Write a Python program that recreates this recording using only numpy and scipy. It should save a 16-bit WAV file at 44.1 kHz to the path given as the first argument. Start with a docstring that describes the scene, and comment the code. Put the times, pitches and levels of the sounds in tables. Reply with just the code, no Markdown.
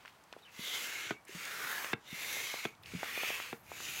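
"""A quiet garden: a double-action hand pump inflates a kayak.
Each pull and push sends air rushing through valves and a ribbed hose; the piston knocks at its end stops.
The barrel thumps under load and the plastic shaft pops, among scattered short ticks.
At the start the hull's cover rustles and the piston seal squeaks."""
import sys
import numpy as np
from scipy import signal
from scipy.fft import rfft, irfft
from scipy.io import wavfile
from scipy.ndimage import uniform_filter1d

SR = 44100
rng = np.random.default_rng(int(sys.argv[2]) if len(sys.argv) > 2 else 0)


def wrap_up_sound(samples):
    """Save the sound to the file named by the first command line argument, as 16-bit audio."""
    columns = np.atleast_2d(samples).T
    # keep every value between -1 and 1, then stretch to whole-number steps
    tamed = np.clip(columns, -1, 1)
    steps = np.round(tamed * 32767).astype(np.int16)
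    wavfile.write(sys.argv[1], SR, steps)


N = 176400
T = np.arange(N) / SR

# piston end stops, top and bottom in turn: t/s, thud/dB, pitch ratio, clack/dB, clack f/Hz
END_STOPS = [(1.1074, -31.5, .97, -23, 1680), (1.9317, -31, 1.055, -18.5, 2050),
             (2.6520, -32.5, 1.016, -23, 2400), (3.5282, -37, 1.09, -34.5, 1770)]


def amp(db):
    """Decibels to gain."""
    return 10 ** (np.asarray(db) / 20)


def unit(x):
    """Scale to rms 1."""
    return x / np.sqrt(np.mean(x ** 2) + 1e-20)


def add(mix, start_s, sound):
    """Mix a sound in at start_s."""
    part = mix[max(round(start_s * SR), 0):][:len(sound)]
    part += sound[:len(part)]


def noise(spectrum):
    """Steady noise, rms 1, shaped by rows of f/Hz, level/dB."""
    hz, db = np.transpose(spectrum)
    f = np.fft.rfftfreq(N, 1 / SR)
    colour = amp(np.interp(np.log(f + 1), np.log(hz), db))
    return unit(irfft(rfft(rng.standard_normal(N)) * colour, N))


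def wander(rate_hz):
    """Random drift, rms 1, rolling off above rate_hz."""
    f = np.fft.rfftfreq(N, 1 / SR)
    return unit(irfft(rfft(rng.standard_normal(N)) * (f > 2) / (1 + (f / rate_hz) ** 2), N))


def whistle(hz, width_hz):
    """Turbulence in a steep resonance, rms 1; hz may vary."""
    pole = np.exp(-np.pi * width_hz / SR)
    turbulence = rng.standard_normal(N) + 1j * rng.standard_normal(N)
    baseband = signal.lfilter([1], np.poly([pole, pole]), turbulence)
    carrier = np.exp(2j * np.pi * np.cumsum(hz * np.ones(N)) / SR)
    return unit((baseband * carrier).real)


def crack(db, hz, decay_s, width_oct=1):
    """Short noise burst centred on hz."""
    t = T[:4096]
    f = np.fft.rfftfreq(len(t), 1 / SR)
    colour = 1 / (1 + (np.log2((f + 1) / hz) / width_oct) ** 2) ** 2
    grain = unit(irfft(np.exp(2j * np.pi * rng.random(len(f))) * colour))
    return 2 * amp(db) * grain * np.minimum(t / 0.0003, 1) * np.exp(-t / decay_s)


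def struck(modes, pitch_ratio, t):
    """Decaying modes of a struck part, alternating in sign."""
    return sum((-1) ** k * amp(db - 60 * t / t60_s) * np.sin(2 * np.pi * hz * pitch_ratio * t)
               for k, (hz, db, t60_s) in enumerate(modes))


def garden_air(db=-63.5):
    """Steady outdoor background."""
    # f/Hz, relative level/dB
    spectrum = [(24, -37), (45, -1.5), (438, -9), (949, -3), (2110, -13), (3140, -18.5), (15500, -28.5)]
    return amp(db) * noise(spectrum)


def garden_echo(x, wet_db=-23, t60_s=0.18, lowpass_hz=1500, delay_s=0.006):
    """Add faint, dull scatter from fence and hedge."""
    t = T[:SR // 3]
    tail = signal.lfilter(*signal.butter(1, lowpass_hz, fs=SR), rng.standard_normal(len(t)))
    tail *= amp(-60 * t / t60_s) * (t > delay_s)
    return x + amp(wet_db) * signal.fftconvolve(x, tail / np.linalg.norm(tail))[:N]


def hull_rustle(grain_db=2):
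    """The hull's fabric cover shifts and crinkles."""
    # envelope: t/s, level/dB
    envelope = [(.0, -67), (.07, -61.5), (.2, -71.5), (.5, -66)]
    # f/Hz, relative level/dB
    spectrum = [(700, -10), (1300, 9), (3000, 6), (9000, -10)]
    t_s, db = np.transpose(envelope)
    return noise(spectrum) * amp(np.interp(T, t_s, db) + grain_db * wander(40)) * (T < t_s[-1])


def pump_rumble(hz=75, width_hz=190):
    """The pump rocks on the ground as it is worked."""
    # envelope: t/s, level/dB
    envelope = [(2.1, -75), (2.33, -61), (2.5, -73), (2.8, -63.5), (2.94, -52.5), (3.08, -67),
                (3.85, -60.5)]
    return whistle(hz, width_hz) * amp(np.interp(T, *np.transpose(envelope)))


def seal_squeak(jitter=0.024):
    """The seal chirps downward as the piston starts to move."""
    # glide: t/s, f/Hz, level/dB
    glide = [(.422, 3930, -62), (0.436, 3770, -58), (.447, 3840, -65), (.451, 3074, -56),
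             (0.467, 2964, -55), (0.488, 2300, -60)]
    t_s, hz, db = np.transpose(glide)
    pitch_hz = np.interp(T, t_s, hz) * (1 + jitter * wander(500))
    envelope = amp(np.interp(T, t_s, db, left=-200, right=-200))
    return envelope * np.sin(2 * np.pi * np.cumsum(pitch_hz) / SR)


def chamber_note(db=-50.5, hz=2260, width_hz=75, decay_s=0.039):
    """The intake chamber rings on after each top stop."""
    envelope = sum((T > t_s) * np.exp(-abs(T - t_s) / decay_s) for t_s, *_ in END_STOPS[::2])
    return amp(db) * envelope * whistle(hz, width_hz)


def shaft_pop(db, hz, decay_cycles=0.265, highpass_hz=250):
    """One slip, a cycle or two long; the thin shaft radiates little bass."""
    cycles = T[:SR // 30] * hz
    age = cycles / decay_cycles
    slip = -amp(db) * age * np.exp(1 - age) * np.sin(2 * np.pi * cycles)
    return signal.sosfilt(signal.butter(2, highpass_hz, "highpass", fs=SR, output="sos"), slip)


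def barrel_thump(db, hz, decay_s, rise_s=0.0018, flutter_db=2):
    """Soft, low ring as the barrel takes or sheds load."""
    t = T[:SR // 5]
    gain = amp(db + flutter_db * wander(180)[:len(t)])
    envelope = np.minimum(t / rise_s, 1) * np.exp(-np.maximum(t - rise_s, 0) / decay_s)
    return gain * envelope * np.sin(2 * np.pi * hz * t)


def piston_knock(thud_db, pitch_ratio, clack_db, clack_hz, contact_s=0.0017, rebound_s=0.0046):
    """The piston hits its stop and rebounds: the barrel thuds, the cap clacks."""
    # barrel modes: f/Hz, level/dB, t60/s
    barrel = [(126, -8.5, 0.072), (205, -1, 0.048), (337.4, 1.5, 0.045), (428.4, -3, 0.066),
              (696, 5.5, 0.016), (1027, 1, 0.013), (1300, -9, 0.079)]
    # hard plastic end cap modes: f/Hz, level/dB, t60/s
    cap = [(1555, 3.5, 0.015), (2070, -0.5, 0.013), (2500, -2, 0.014), (3400, -3, .024)]
    focus_db_per_oct, crack_s, limit_db = 9, 0.0019, -17
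    t = T[:SR // 5]
    excited = [(hz, db - focus_db_per_oct * abs(np.log2(hz / clack_hz)), t60_s) for hz, db, t60_s in cap]
    hit = amp(thud_db) * struck(barrel, pitch_ratio, t)
    hit += amp(clack_db) * struck(excited, pitch_ratio, t) * np.minimum(t / contact_s, 1)
    add(hit, 0, crack(clack_db - 13, clack_hz, crack_s))
    add(hit, rebound_s, crack(clack_db - 16, clack_hz, crack_s))
    return amp(limit_db) * np.tanh(hit / amp(limit_db))


def hollow_rings(fade_s=0.039):
    """Resonances of intake chamber and hose, drifting as the piston moves."""
    # start t/s, end t/s, start f/Hz, end f/Hz, width/Hz, level/dB re rush gain
    resonances = [(0.529, 1.222, 2056, 2213, 148, 2), (.58, 0.837, 3540, 3097, 744, 0),
                  (0.827, 1.173, 1656, 1557, 500, 0.5), (2.035, 2.788, 2106, 2188, 138, 2),
                  (2.04, 2.16, 3730, 3560, 300, 4.5), (2.2, 2.631, 3440, 4094, 600, -3.5),
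                  (3.17, 3.558, 2384, 2604, 550, 0.5), (3.678, 4.049, 6960, 6790, 700, -3)]
    rings = np.zeros(N)
    for start_s, end_s, start_hz, end_hz, width_hz, db in resonances:
        fade = np.clip(np.minimum(T - start_s, end_s - T) / fade_s, 0, 1)
        rings += amp(db) * fade * whistle(np.interp(T, [start_s, end_s], [start_hz, end_hz]), width_hz)
    return rings


def hose_colour(air, depth_db=1.8, corner_hz=7960):
    """The flexing hose lifts and dips narrow bands for about 0.1 s, less above corner_hz."""
    frames = dict(nperseg=1024, noverlap=768)
    hz, _, spectra = signal.stft(air, SR, **frames)
    patches = rng.standard_normal(spectra.shape)
    for _ in range(2):
        patches = uniform_filter1d(patches, size=5, axis=0)  # over frequency
        patches = uniform_filter1d(patches, size=16, axis=1)  # over time
    band_db = depth_db * unit(patches) / np.sqrt(1 + (hz[:, None] / corner_hz) ** 4)
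    return signal.istft(spectra * amp(band_db), **frames)[1][:N]


def stroke(curve, edge_s=0.0055):
    """Rush, hiss and valve gains and valve f/Hz through one stroke."""
    t_s, *levels_db, valve_hz = np.transpose(curve)
    outside_s = np.maximum(np.maximum(t_s[0] - T, T - t_s[-1]), 0)
    gate = np.exp(-(outside_s / edge_s) ** 2)
    gains = [gate * amp(np.interp(T, t_s, db)) for db in levels_db]
    return *gains, np.interp(T, t_s, valve_hz)


def pull(curve, rush_trim_db=5, valve_trim_db=-4, width_hz=950, flutter_db=0.8):
    """Handle rises: air is sucked through the intake valve."""
    # intake rush: f/Hz, relative level/dB
    rush_spectrum = [(40, -29), (110, -13.5), (420, 0.5), (900, -3), (1250, 3.5), (2000, 5.5), (2900, 2.5),
                     (3700, 5.5), (5200, 0), (6200, 4), (7300, 1.5), (8500, -9), (11000, -25)]
    # intake hiss: f/Hz, relative level/dB
    hiss_spectrum = [(6000, -20), (8600, -9), (10000, -5), (11500, -2.5), (16000, -7.5)]
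    rush, hiss, valve, valve_hz = stroke(curve)
    air = rush * amp(rush_trim_db) * noise(rush_spectrum) + hiss * noise(hiss_spectrum)
    air += valve * amp(valve_trim_db) * whistle(valve_hz, width_hz)
    return air * amp(flutter_db * wander(60))


def push(curve, rush_trim_db=4, valve_trim_db=-3, width_hz=1250, flutter_db=0.6, sputter_db=1):
    """Handle falls: air is forced past the outlet flap, which sputters between its limits."""
    # outlet rush: f/Hz, relative level/dB
    rush_spectrum = [(40, -30), (130, -21), (480, 7), (750, -8), (1100, 9), (1700, 10.5), (2350, 13),
                     (3300, 9), (3900, 7), (5500, 4.5), (6600, 6.5), (7800, 1), (12000, -4)]
    # outlet hiss: f/Hz, relative level/dB
    hiss_spectrum = [(6000, -35), (8600, 1), (11600, 9.5), (14500, 10.5), (16000, 5)]
    rush, hiss, valve, valve_hz = stroke(curve)
    air = rush * amp(rush_trim_db) * noise(rush_spectrum) + hiss * noise(hiss_spectrum)
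    flap = amp(valve_trim_db - sputter_db * np.tanh(wander(300)))
    air += valve * flap * whistle(valve_hz, width_hz)
    return air * amp(flutter_db * wander(40))


def airflow():
    """All strokes through the hose, plus the resonances their rush excites."""
    # one curve per upstroke: t/s, rush/dB, hiss/dB, valve/dB, valve f/Hz
    pulls = [
        [(0.48, -87, -90, -57, 2370), (0.524, -66.5, -69, -61, 2630), (0.636, -52, -52, -41.5, 3274),
         (0.75, -48, -48, -37, 3165), (0.84, -50, -49, -44.5, 2835), (1.102, -53, -59.5, -44.5, 2593),
         (1.2, -90, -92, -77, 2340)],
        [(2.01, -76, -91, -78, 3146), (2.09, -60, -60, -51.5, 2589), (2.23, -50, -48.5, -40.5, 2400),
         (2.36, -47.5, -46, -45.5, 2378), (2.646, -53.5, -55, -45, 2500), (2.75, -82, -82, -71, 2440)],
        [(3.63, -77, -71, -72, 2620), (3.724, -61.5, -59.5, -48, 2462), (3.852, -50.5, -51.5, -44.5, 2838),
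         (3.91, -53.5, -50, -43.5, 2650), (4.0, -51, -48, -41.5, 2630)],
    ]
    # one curve per downstroke: t/s, rush/dB, hiss/dB, valve/dB, valve f/Hz
    pushes = [
        [(1.255, -91, -88, -70, 1981), (1.285, -60, -71, -52.5, 2080), (1.345, -52.5, -64, -51.5, 1990),
         (1.48, -50.5, -57, -44, 1650), (1.71, -47, -48, -41, 1553), (1.83, -48.5, -51, -42.5, 1554),
         (1.928, -52.5, -59, -46, 1590)],
        [(2.83, -88, -65, -64, 2280), (2.864, -59, -82, -54, 2387), (3.064, -51.5, -56, -43, 2150),
         (3.276, -46, -48, -35.5, 2557), (3.506, -55, -64, -50, 2190), (3.62, -80, -68, -78, 1233)],
    ]
    air = sum(pull(curve) for curve in pulls) + sum(push(curve) for curve in pushes)
    rush_gain = sum(stroke(curve)[0] for curve in [*pulls, *pushes])
    return hose_colour(air) + hollow_rings() * rush_gain


def scene():
    """Pump and garden, mono on two channels."""
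    # short ticks, the one at 1.25 s a faint, sharp click: t/s, level/dB, f/Hz
    ticks = [(0.051, -51, 1230), (0.057, -50, 2200), (0.078, -51, 1810), (.238, -63.5, 6100),
             (.3265, -49.5, 2860), (.335, -51.5, 1500), (1.2513, -59, 8200), (1.282, -59, 9000),
             (1.452, -43.5, 5600), (1.844, -40, 2600), (2.750, -61.5, 3430), (2.834, -55.5, 3120),
             (2.859, -51, 2920), (3.031, -35, 1290)]
    # shaft slips: t/s, level/dB, f/Hz
    pops = [(.3268, -37.5, 650), (.3652, -36.5, 507), (1.846, -24, 1410), (2.368, -34.5, 596),
            (2.541, -27.5, 660), (3.031, -21, 770), (3.176, -29.5, 510), (3.234, -25.5, 660),
            (3.3035, -27, 605), (3.401, -25, 1340), (3.7174, -29.5, 786), (3.804, -32, 1230)]
    # barrel load changes: t/s, level/dB, f/Hz, decay/s
    thumps = [(.592, -39.5, 197, 0.0059), (1.065, -51, 100, .012), (1.292, -45.5, 370, 0.0064),
              (1.349, -39, 180, 0.012), (1.937, -34, 116, 0.0042), (2.127, -36.5, 177, 0.0055),
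              (2.657, -33.5, 340.7, 0.0019), (2.936, -35.5, 205, 0.006), (2.937, -45, 415, 0.011),
              (2.947, -32.5, 182, .017)]
    hits = np.zeros(N)
    for events, source in ((END_STOPS, piston_knock), (thumps, barrel_thump), (pops, shaft_pop)):
        for t_s, *settings in events:
            add(hits, t_s, source(*settings))
    for t_s, db, hz in ticks:
        add(hits, t_s, crack(db, hz, decay_s=0.0029))
    mono = airflow() + chamber_note() + pump_rumble()
    mono += garden_echo(hits + seal_squeak() + hull_rustle())
    mono += garden_air()
    return np.array([mono, mono])


def record(dry):
    """Low cut and steep band limit."""
    highpass_hz, lowpass_hz = 92, 15900
    low_cut = signal.butter(2, highpass_hz, "highpass", fs=SR, output="sos")
    band_limit = signal.firwin(601, lowpass_hz, window=("kaiser", 8), fs=SR)
    return signal.oaconvolve(signal.sosfilt(low_cut, dry), band_limit[None], "same")


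dry = scene()
out = record(dry)
wrap_up_sound(out)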